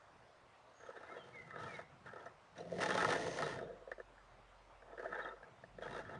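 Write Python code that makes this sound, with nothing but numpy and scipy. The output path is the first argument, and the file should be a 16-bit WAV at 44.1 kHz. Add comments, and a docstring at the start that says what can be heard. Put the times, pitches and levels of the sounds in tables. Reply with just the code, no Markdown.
"""Toy car on a garden table

Close to an almost mono microphone, a plastic friction car is pushed to and fro over a table.
Its gear teeth and loose axles knock the hollow shell in uneven spells; the table top drones under
the wheels. Far traffic murmurs, a low hum comes and goes, and birds call from the bushes."""
import sys
import numpy as np
from scipy import signal
from scipy.fft import rfft, irfft, next_fast_len
from scipy.io import wavfile
from scipy.ndimage import uniform_filter1d, map_coordinates

SR = 44100
rng = np.random.default_rng(int(sys.argv[2]) if len(sys.argv) > 2 else 0)


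def materialize(psi):
    """Save the field psi as 16-bit PCM at rate SR to the path in sys.argv[1].

    A 1-D psi becomes a single channel; in a 2-D psi each row is a channel.
    """
    bounded = np.clip(np.atleast_2d(psi).T, -1, 1)
    quanta = np.round(bounded * 32767).astype(np.int16)
    wavfile.write(sys.argv[1], SR, quanta)


N = 272979

# far traffic and leaves: frequency_hz, relative_db
MURMUR_SPECTRUM = [(32, -21), (55, -13.5), (122, -7), (143, -15), (310, -15.5), (441, -12.5), (602, -8),
                   (1140, -10.5), (1950, -17.5), (9390, -39), (11000, -53.5)]
# birds in the bushes, hoarse and whistled: start_s, length_s, from_hz, to_hz, peak_db
HOARSE_CALLS = [(0.731, 0.17, 6570, 6450, -70.5)]
WHISTLES = [(1.067, 0.056, 1960, 2180, -55.5), (1.158, 0.11, 3380, 2970, -61),
            (1.333, 0.09, 2221, 1956, -47.5), (1.41, 0.15, 2086, 1965, -58),
            (1.682, 0.12, 2420, 1964, -51.5)]
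# short pushes, the last three columns relative to the chatter force:
# start_s, end_s, start_force_db, end_force_db, upper_shell_db, top_modes_db, scrape_db
PUSHES = [(0.814, 1.182, -43.5, -37.5, 1.5, 6, -31.5), (1.242, 1.52, -45.5, -50, 1, 4, -25),
          (1.537, 1.594, -36, -33, 0.5, 4, -43), (1.601, 1.792, -38, -39.5, 6.5, 12, -21.5),
          (2.064, 2.081, -46, -43, 11.5, -3, -27), (2.137, 2.261, -42, -39, 3, -12, -31),
          (4.836, 4.919, -57, -35.5, -4.5, -7, -43), (4.986, 5.089, -36.5, -31.5, -2.5, -9, -37.5),
          (5.126, 5.277, -32.5, -33.5, 6, 9, -39), (5.298, 5.508, -44, -47, -2, -12, -53),
          (5.826, 5.997, -34, -32.5, 1.5, 9.5, -28.5), (6.049, 6.142, -41, -35, 3.5, 8, -33.5)]
# the long fast pull, the last two relative to the force: time_s, force_db, upper_shell_db, scrape_db
LONG_PULL = [(2.582, -35, -1.5, -25.5), (2.65, -36, -21, -34.5), (2.757, -25.5, -21, -31),
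             (2.798, -23.5, -20, -31), (2.811, -30, 6, -14), (2.9, -24.5, -1, -24), (3.12, -22, 1, -21.5),
             (3.18, -22.5, -4.5, -24), (3.32, -26.5, -11.5, -22), (3.45, -22.5, -4.5, -27),
             (3.53, -33.5, 2.5, -18), (3.61, -27, -9, -38), (3.84, -44, -18, -58)]
# start and end of the even push, and of the hand's hard drag backwards: time_s
EVEN_PUSH = [(1.51,), (1.78,)]
HAND_DRAG = [(2.8,), (3.55,)]
# dry rubbing of the teeth: frequency_hz, relative_db
SCRAPE_SPECTRUM = [(130, -35), (300, 2.5), (550, -15), (960, 2), (1180, -9), (2000, 3), (2180, -7.5),
                   (3250, -8), (3740, -9.5), (5080, -11.5), (6250, -13), (7840, -23), (9040, -16.5),
                   (11000, -35.5)]
# modes of the hollow shell: pitch_hz, width_hz, gain_db
SHELL_MODES = [(266, 190, -13.5), (368, 26.2, -1.5), (479.4, 65.3, 1), (674.3, 54.4, -0.5), (864, 56, -6),
               (985, 35, -7.5), (1071, 54, -23), (1307.6, 61, -1), (1426, 35, -10), (1610, 177, -7),
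               (1815, 85, -8.5), (1990, 39, -15), (2770, 57, -32), (3280, 61, -28), (3624, 59, -31.5),
               (3834, 67, -28)]
# single knocks of gears and axles: time_s, force_db, upper_over_lower_db
KNOCKS = [(0.831, -9, -5), (0.971, -12.5, 11.5), (1.167, -7.5, -3), (1.346, -25, 13), (1.486, -30, 12),
          (1.507, -22, 21.5), (1.79, 0, -2), (2.059, -16, 3), (2.082, -22, -3), (2.134, -10, 9.5),
          (2.259, -20, -8), (2.606, -5, -13), (2.724, -1.5, -16), (2.784, 1.5, -6), (2.805, -5, 6.5),
          (2.828, 8, 0), (2.892, -3.5, 10), (2.951, 7.5, -0.5), (2.979, 1, 6.5), (3.005, -1.5, 10),
          (3.024, -2, 11.5), (3.047, 2, 10.5), (3.114, 4, 2.5), (3.124, 2, 8.5), (3.158, 4, -10),
          (3.267, 3.5, -4), (3.387, 1.5, 1.5), (3.423, 2, 8.5), (3.875, -3, -12), (3.888, -10, -21),
          (3.916, 1.5, 6), (3.981, -6, -9), (4.0, -5, 2), (4.18, -41, 28), (4.822, -16.5, 4),
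          (4.978, -6, 3), (4.995, -6, 5), (5.038, -13, -4), (5.056, 1, -9), (5.145, -10, 5),
          (5.189, -5.5, 0), (5.205, -8.5, 6), (5.277, -4.5, 3.5), (5.637, -8.5, -2.5), (5.785, -6, 2.5),
          (5.822, -3, 1), (5.879, -7, 5), (5.99, 1, 2), (6.051, -24, 19), (6.094, -8.5, 7),
          (6.142, -14, 10)]
# spells of table drone, gear whirr, hum and flywheel rasp: start_s, end_s, start_db, end_db
DRONE_SPELLS = [(1.2, 1.675, -73.5, -57), (1.67, 2.266, -64.5, -67), (2.658, 2.834, -59, -53.5),
                (2.852, 3.664, -53.5, -58), (5.484, 6.196, -72, -54.5)]
WHIRR_SPELL = (1.5, 1.61, -56, -51)
HUM_SPELLS = [(3.04, 5.412, -71, -71), (5.72, 6.04, -67.5, -68)]
RASP_SPELL = (3.18, 3.36, -65, -62)
# strongest tone of the table top: time_s, pitch_hz
DRONE_PITCH = [(2.6, 165), (2.9, 185), (3.2, 173), (3.4, 153.4), (3.6, 136.5)]
# plastic ticking under the hand: time_s, pitch_hz, level_db
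PLASTIC_TICKS = [(1.586, 3870, -52), (2.079, 3260, -56), (2.202, 3320, -57), (2.257, 5960, -56.5),
                 (2.578, 3780, -47.5), (2.58, 5720, -49), (2.604, 3980, -48), (2.605, 5800, -53),
                 (5.43, 1610, -41.5), (5.441, 1660, -44), (5.822, 3690, -50)]
# faint, fluttering stereo width of the near sounds: frequency_hz, gain_db
NEAR_WIDTH = [(350, -64.5), (800, -26.5), (1500, -26.5), (2500, -69), (9000, -44)]
# stereo width of the far bass: frequency_hz, gain_db
FAR_WIDTH = [(45, -19.0), (80, -6.5), (140, -14.5), (200, -37.5)]

PUSH_RISE_S, PUSH_FALL_S, RASP_FADE_S = 0.029, 0.076, 0.07
TIME_S = np.arange(N) / SR
BLOW_S = TIME_S[:SR // 20]  # time axis of one short impact


def amp(db):
    return np.exp(np.asarray(db) * (np.log(10) / 20))


def unit(x):
    return x / np.sqrt(np.mean(x ** 2) + 1e-20)


def spectrum(points, hz):
    """Gain at hz, from (frequency_hz, gain_db) points joined on a log axis."""
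    point_hz, db = np.transpose(points)
    return amp(np.interp(np.log(hz + 1), np.log(point_hz + 1), db))


def curves(rows):
    """One value per sample for each column after the time."""
    times, *columns = np.transpose(rows)
    return [np.interp(TIME_S, times, column) for column in columns]


def gate(rows, fade_s):
    """1 from the first row's time to the last row's, fading outside them."""
    return np.clip(np.minimum(TIME_S - rows[0][0], rows[-1][0] - TIME_S) / fade_s + 1, 0, 1)


def spell(start, end, start_db, end_db, rise_s, fall_s):
    """A gain that fades in, slides between two levels and fades out."""
    edges = np.clip(np.minimum((TIME_S - start) / rise_s, (end - TIME_S) / fall_s) + 1, 0, 1)
    return amp(np.interp(TIME_S, [start, end], [start_db, end_db])) * edges ** 2


def wobble(rate):
    """A smooth random curve, rate knots a second."""
    return map_coordinates(rng.standard_normal(int(N * rate / SR) + 4), [TIME_S * rate])


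def filtered(x, response):
    """x through a complex frequency response."""
    size = next_fast_len(N + SR // 2)
    return irfft(rfft(x, size) * response(np.fft.rfftfreq(size, 1 / SR)), size)[..., :N]


def ring(x, hz, width_hz, order=2):
    """x through one resonance; a higher order gives steeper flanks."""
    damping = 1j * width_hz * order
    return filtered(x, lambda f: (damping * f / (hz * hz - f * f + damping * f)) ** order)


def far_murmur():
    """Distant traffic and leaves: a steady bed of noise that breathes a little."""
    bins = signal.stft(rng.standard_normal(N), nperseg=512)[2]
    patches = uniform_filter1d(rng.standard_normal(bins.shape), 5, axis=0)
    patches = unit(uniform_filter1d(patches, 12, axis=1))
    noise = signal.istft(bins * amp(1.7 * patches), nperseg=512)[1][:N]
    return amp(-65 + 0.15 * wobble(0.6)) * unit(filtered(noise, lambda f: spectrum(MURMUR_SPECTRUM, f)))


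def bird_call(start, length, from_hz, to_hz, peak_db, peak_share, flutter):
    """A gliding tone that swells until peak_share of its length and sinks again."""
    end = start + length
    hz = np.interp(TIME_S, [start, end], [from_hz, to_hz]) * (1 + flutter * wobble(90))
    db = peak_db + np.interp(TIME_S, [start, start + length * peak_share, end], [-12.5, 0, -12.5])
    return amp(db) * gate([[start], [end]], 0.0046) * np.sin(2 * np.pi * np.cumsum(hz) / SR)


def birds():
    """A hoarse call and whistles from the bushes, softened by echoes among the trees."""
    song = amp(1.5 * wobble(58.9))
    song *= sum(bird_call(*row, peak_share=0.59, flutter=0.00893) for row in WHISTLES)
    hoarse = 0.41 + wobble(450)
    hoarse *= sum(bird_call(*row, peak_share=0.45, flutter=0.008) for row in HOARSE_CALLS)
    calls, t = song + hoarse, TIME_S[:SR // 3]
    echo = rng.standard_normal(len(t)) * amp(-60 * t / 0.42)
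    return calls + amp(-4.5) * signal.fftconvolve(calls, echo / np.linalg.norm(echo))[:N]


def hand_motion(pull_top_db=9.5):
    """The hand sets the chatter force on the lower, upper and top modes, and the scrape level."""
    force_db, upper_db, scrape_db = curves(LONG_PULL)
    force = amp(force_db) * gate(LONG_PULL, PUSH_RISE_S)
    drives = force * amp([np.zeros(N), upper_db, upper_db + pull_top_db, scrape_db])
    for start, end, start_db, end_db, *shares_db in PUSHES:
        push = spell(start, end, start_db, end_db, PUSH_RISE_S, PUSH_FALL_S)
        drives += push * amp([0, *shares_db])[:, None]
    return drives


def gear_teeth(jolts_per_s=60, taps_per_s=5000, scatter=0.8):
    """Uneven jolts bunch the dense taps of the teeth into chatter."""
    late, size = rng.random((N // 100, 2)).T
    onsets = ((np.arange(len(late)) + scatter * late) * SR / jolts_per_s).astype(int)
    # the jolts weaken from the flywheel rasp to the end of the pull, and in the even push
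    calm = gate([RASP_SPELL, LONG_PULL[-1]], RASP_FADE_S) + gate(EVEN_PUSH, PUSH_RISE_S)
    jolts = np.bincount(onsets, size, N)[:N] * (1 - 0.6 * calm)
    clumps = 0.33 + signal.fftconvolve(jolts, amp(-60 * BLOW_S / 0.039))[:N]
    taps = (rng.random(N) < taps_per_s / SR) * rng.standard_normal(N)
    taps *= amp(1.62 * rng.exponential(1, N))
    return jolts, taps, unit(clumps * taps)


def dry_scrape(level, chatter, jolts, clicks, drag, free_snap_db=-47, drag_snap_db=-31.5):
    """Teeth rub; jolts and knocks snap dryly, the knocks harder under the drag."""
    rub = unit(chatter + 0.31 * rng.standard_normal(N)) + amp(24) * jolts ** 2
    snaps = amp(free_snap_db + drag * (drag_snap_db - free_snap_db)) * clicks
    return filtered(level * rub + snaps, lambda f: unit(spectrum(SCRAPE_SPECTRUM, f)))


def shell(lower, upper, top, thumps, clicks, drag, belly_hz=505, roof_hz=1820, gripped_hz=1090):
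    """Each mode of the shell rings at its own changing strength as the contact point moves."""
    sound = np.zeros(N)
    for k, (hz, width_hz, db) in enumerate(SHELL_MODES):
        drift = wobble(45)
        contact = amp(3 * drift)
        if hz > 2500:  # top modes
            force = amp(5.4 * drift) * (top + amp(-4) * clicks)
        elif hz > 800:  # thin upper shell: gripped, it rings lower and over more modes
            free_loss_db = 19.5 * abs(np.log2(hz / roof_hz))
            gripped_loss_db = 3 * abs(np.log2(hz / gripped_hz))
            loss_db = free_loss_db + drag * (gripped_loss_db - free_loss_db)
            force = contact * upper + clicks * amp(0.73 * drift - loss_db)
        else:  # lower shell
            force = contact * lower + thumps * amp(1.73 * drift - 5.7 * abs(np.log2(hz / belly_hz)))
        if 1030 < hz < 1180:  # the chassis mode wakes under the drag
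            force *= amp(13 * drag)
        sound += (-1) ** k * amp(db) * ring(force, hz, width_hz)
    return sound


def knocks():
    """Gears and axles strike and briefly rattle: thumps for the lower shell, clicks for the upper."""
    thumps, clicks = np.zeros((2, N + SR))
    rattle = amp(-22.5 - 60 * BLOW_S / 0.041)
    for start, db, upper_db in KNOCKS:
        blow = rattle * rng.standard_normal(len(BLOW_S))
        blow[0] = 1
        clicks[round(start * SR):][:len(blow)] += amp(db + upper_db) * blow
        thumps[round(start * SR):][:len(blow)] += amp(db) * blow
    return thumps[:N], clicks[:N]


def toy_car():
    """The car, close up: tooth chatter and single knocks ring its hollow shell."""
    lower, upper, top, scrape_level = hand_motion()
    jolts, taps, chatter = gear_teeth()
    thumps, clicks = knocks()
    drag = gate(HAND_DRAG, PUSH_RISE_S)
    scrape = dry_scrape(scrape_level, chatter, jolts, clicks, drag)
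    ticking = chatter + amp(28.5) * jolts
    body = shell(lower * chatter, upper * chatter, top * ticking, thumps, clicks, drag)
    return body + scrape + gear_whirr(taps) + flywheel_rasp() + plastic_ticks()


def table_drone():
    """The board rumbles under the wheels, with one wavering tone during the long pull."""
    hz = curves(DRONE_PITCH)[0] * (1 + 0.0206 * wobble(20))
    tone = np.sin(2 * np.pi * np.cumsum(hz) / SR) * amp(1.9 * wobble(22.4))
    rumble = ring(rng.standard_normal(N), hz=138.3, width_hz=55, order=3) * amp(2.36 * wobble(14))
    level = np.max([spell(*row, rise_s=0.21, fall_s=0.21) for row in DRONE_SPELLS], axis=0)
    return level * (0.95 * gate(DRONE_PITCH, 0.038) * unit(tone) + unit(rumble))


def gear_whirr(taps):
    """Even tooth contacts sing on one mode of the gearbox."""
    return spell(*WHIRR_SPELL, PUSH_RISE_S, PUSH_RISE_S) * unit(ring(taps, hz=1277, width_hz=56))


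def plastic_ticks(attack_s=0.0016, t60_s=0.025):
    """The plastic ticks under the hand, each time a short, slightly rough ring on one pitch."""
    sound = np.zeros(N + SR)
    for start, hz, db in PLASTIC_TICKS:
        phase = 2 * np.pi * hz * BLOW_S + np.cumsum(0.043 * rng.standard_normal(len(BLOW_S)))
        envelope = amp(db - 60 * BLOW_S / t60_s) * (1 - np.exp(-BLOW_S / attack_s))
        sound[round(start * SR):][:len(BLOW_S)] += envelope * np.sin(phase)
    return sound[:N]


def far_hum(pitch_hz=45.6):
    """A low, wavering hum comes and goes in the distance."""
    phase = 2 * np.pi * np.cumsum(pitch_hz + 0.5 * wobble(2.9)) / SR
    level = sum(spell(*row, rise_s=0.091, fall_s=0.091) for row in HUM_SPELLS)
    return np.sqrt(2) * level * np.sin(phase)


def flywheel_rasp():
    """The flywheel gear rasps as the pull slows: a high, grainy band of noise."""
    grains = rng.standard_normal(N) * amp(1.4 * wobble(200))
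    return spell(*RASP_SPELL, RASP_FADE_S, RASP_FADE_S) * unit(ring(grains, hz=6200, width_hz=400))


def scene():
    """The garden from beside the table, with a faint stereo width, most in the far bass."""
    near = toy_car() + table_drone() + birds()
    far = far_murmur() + far_hum()
    side = filtered(far, lambda f: spectrum(FAR_WIDTH, f))
    side += wobble(9) * filtered(near, lambda f: spectrum(NEAR_WIDTH, f))
    return np.array([near + far - side, near + far + side])


def record(dry):
    """The camera keeps nothing above its band limit."""
    return filtered(dry, lambda hz: hz < 11100)


dry = scene()
out = record(dry)
materialize(out)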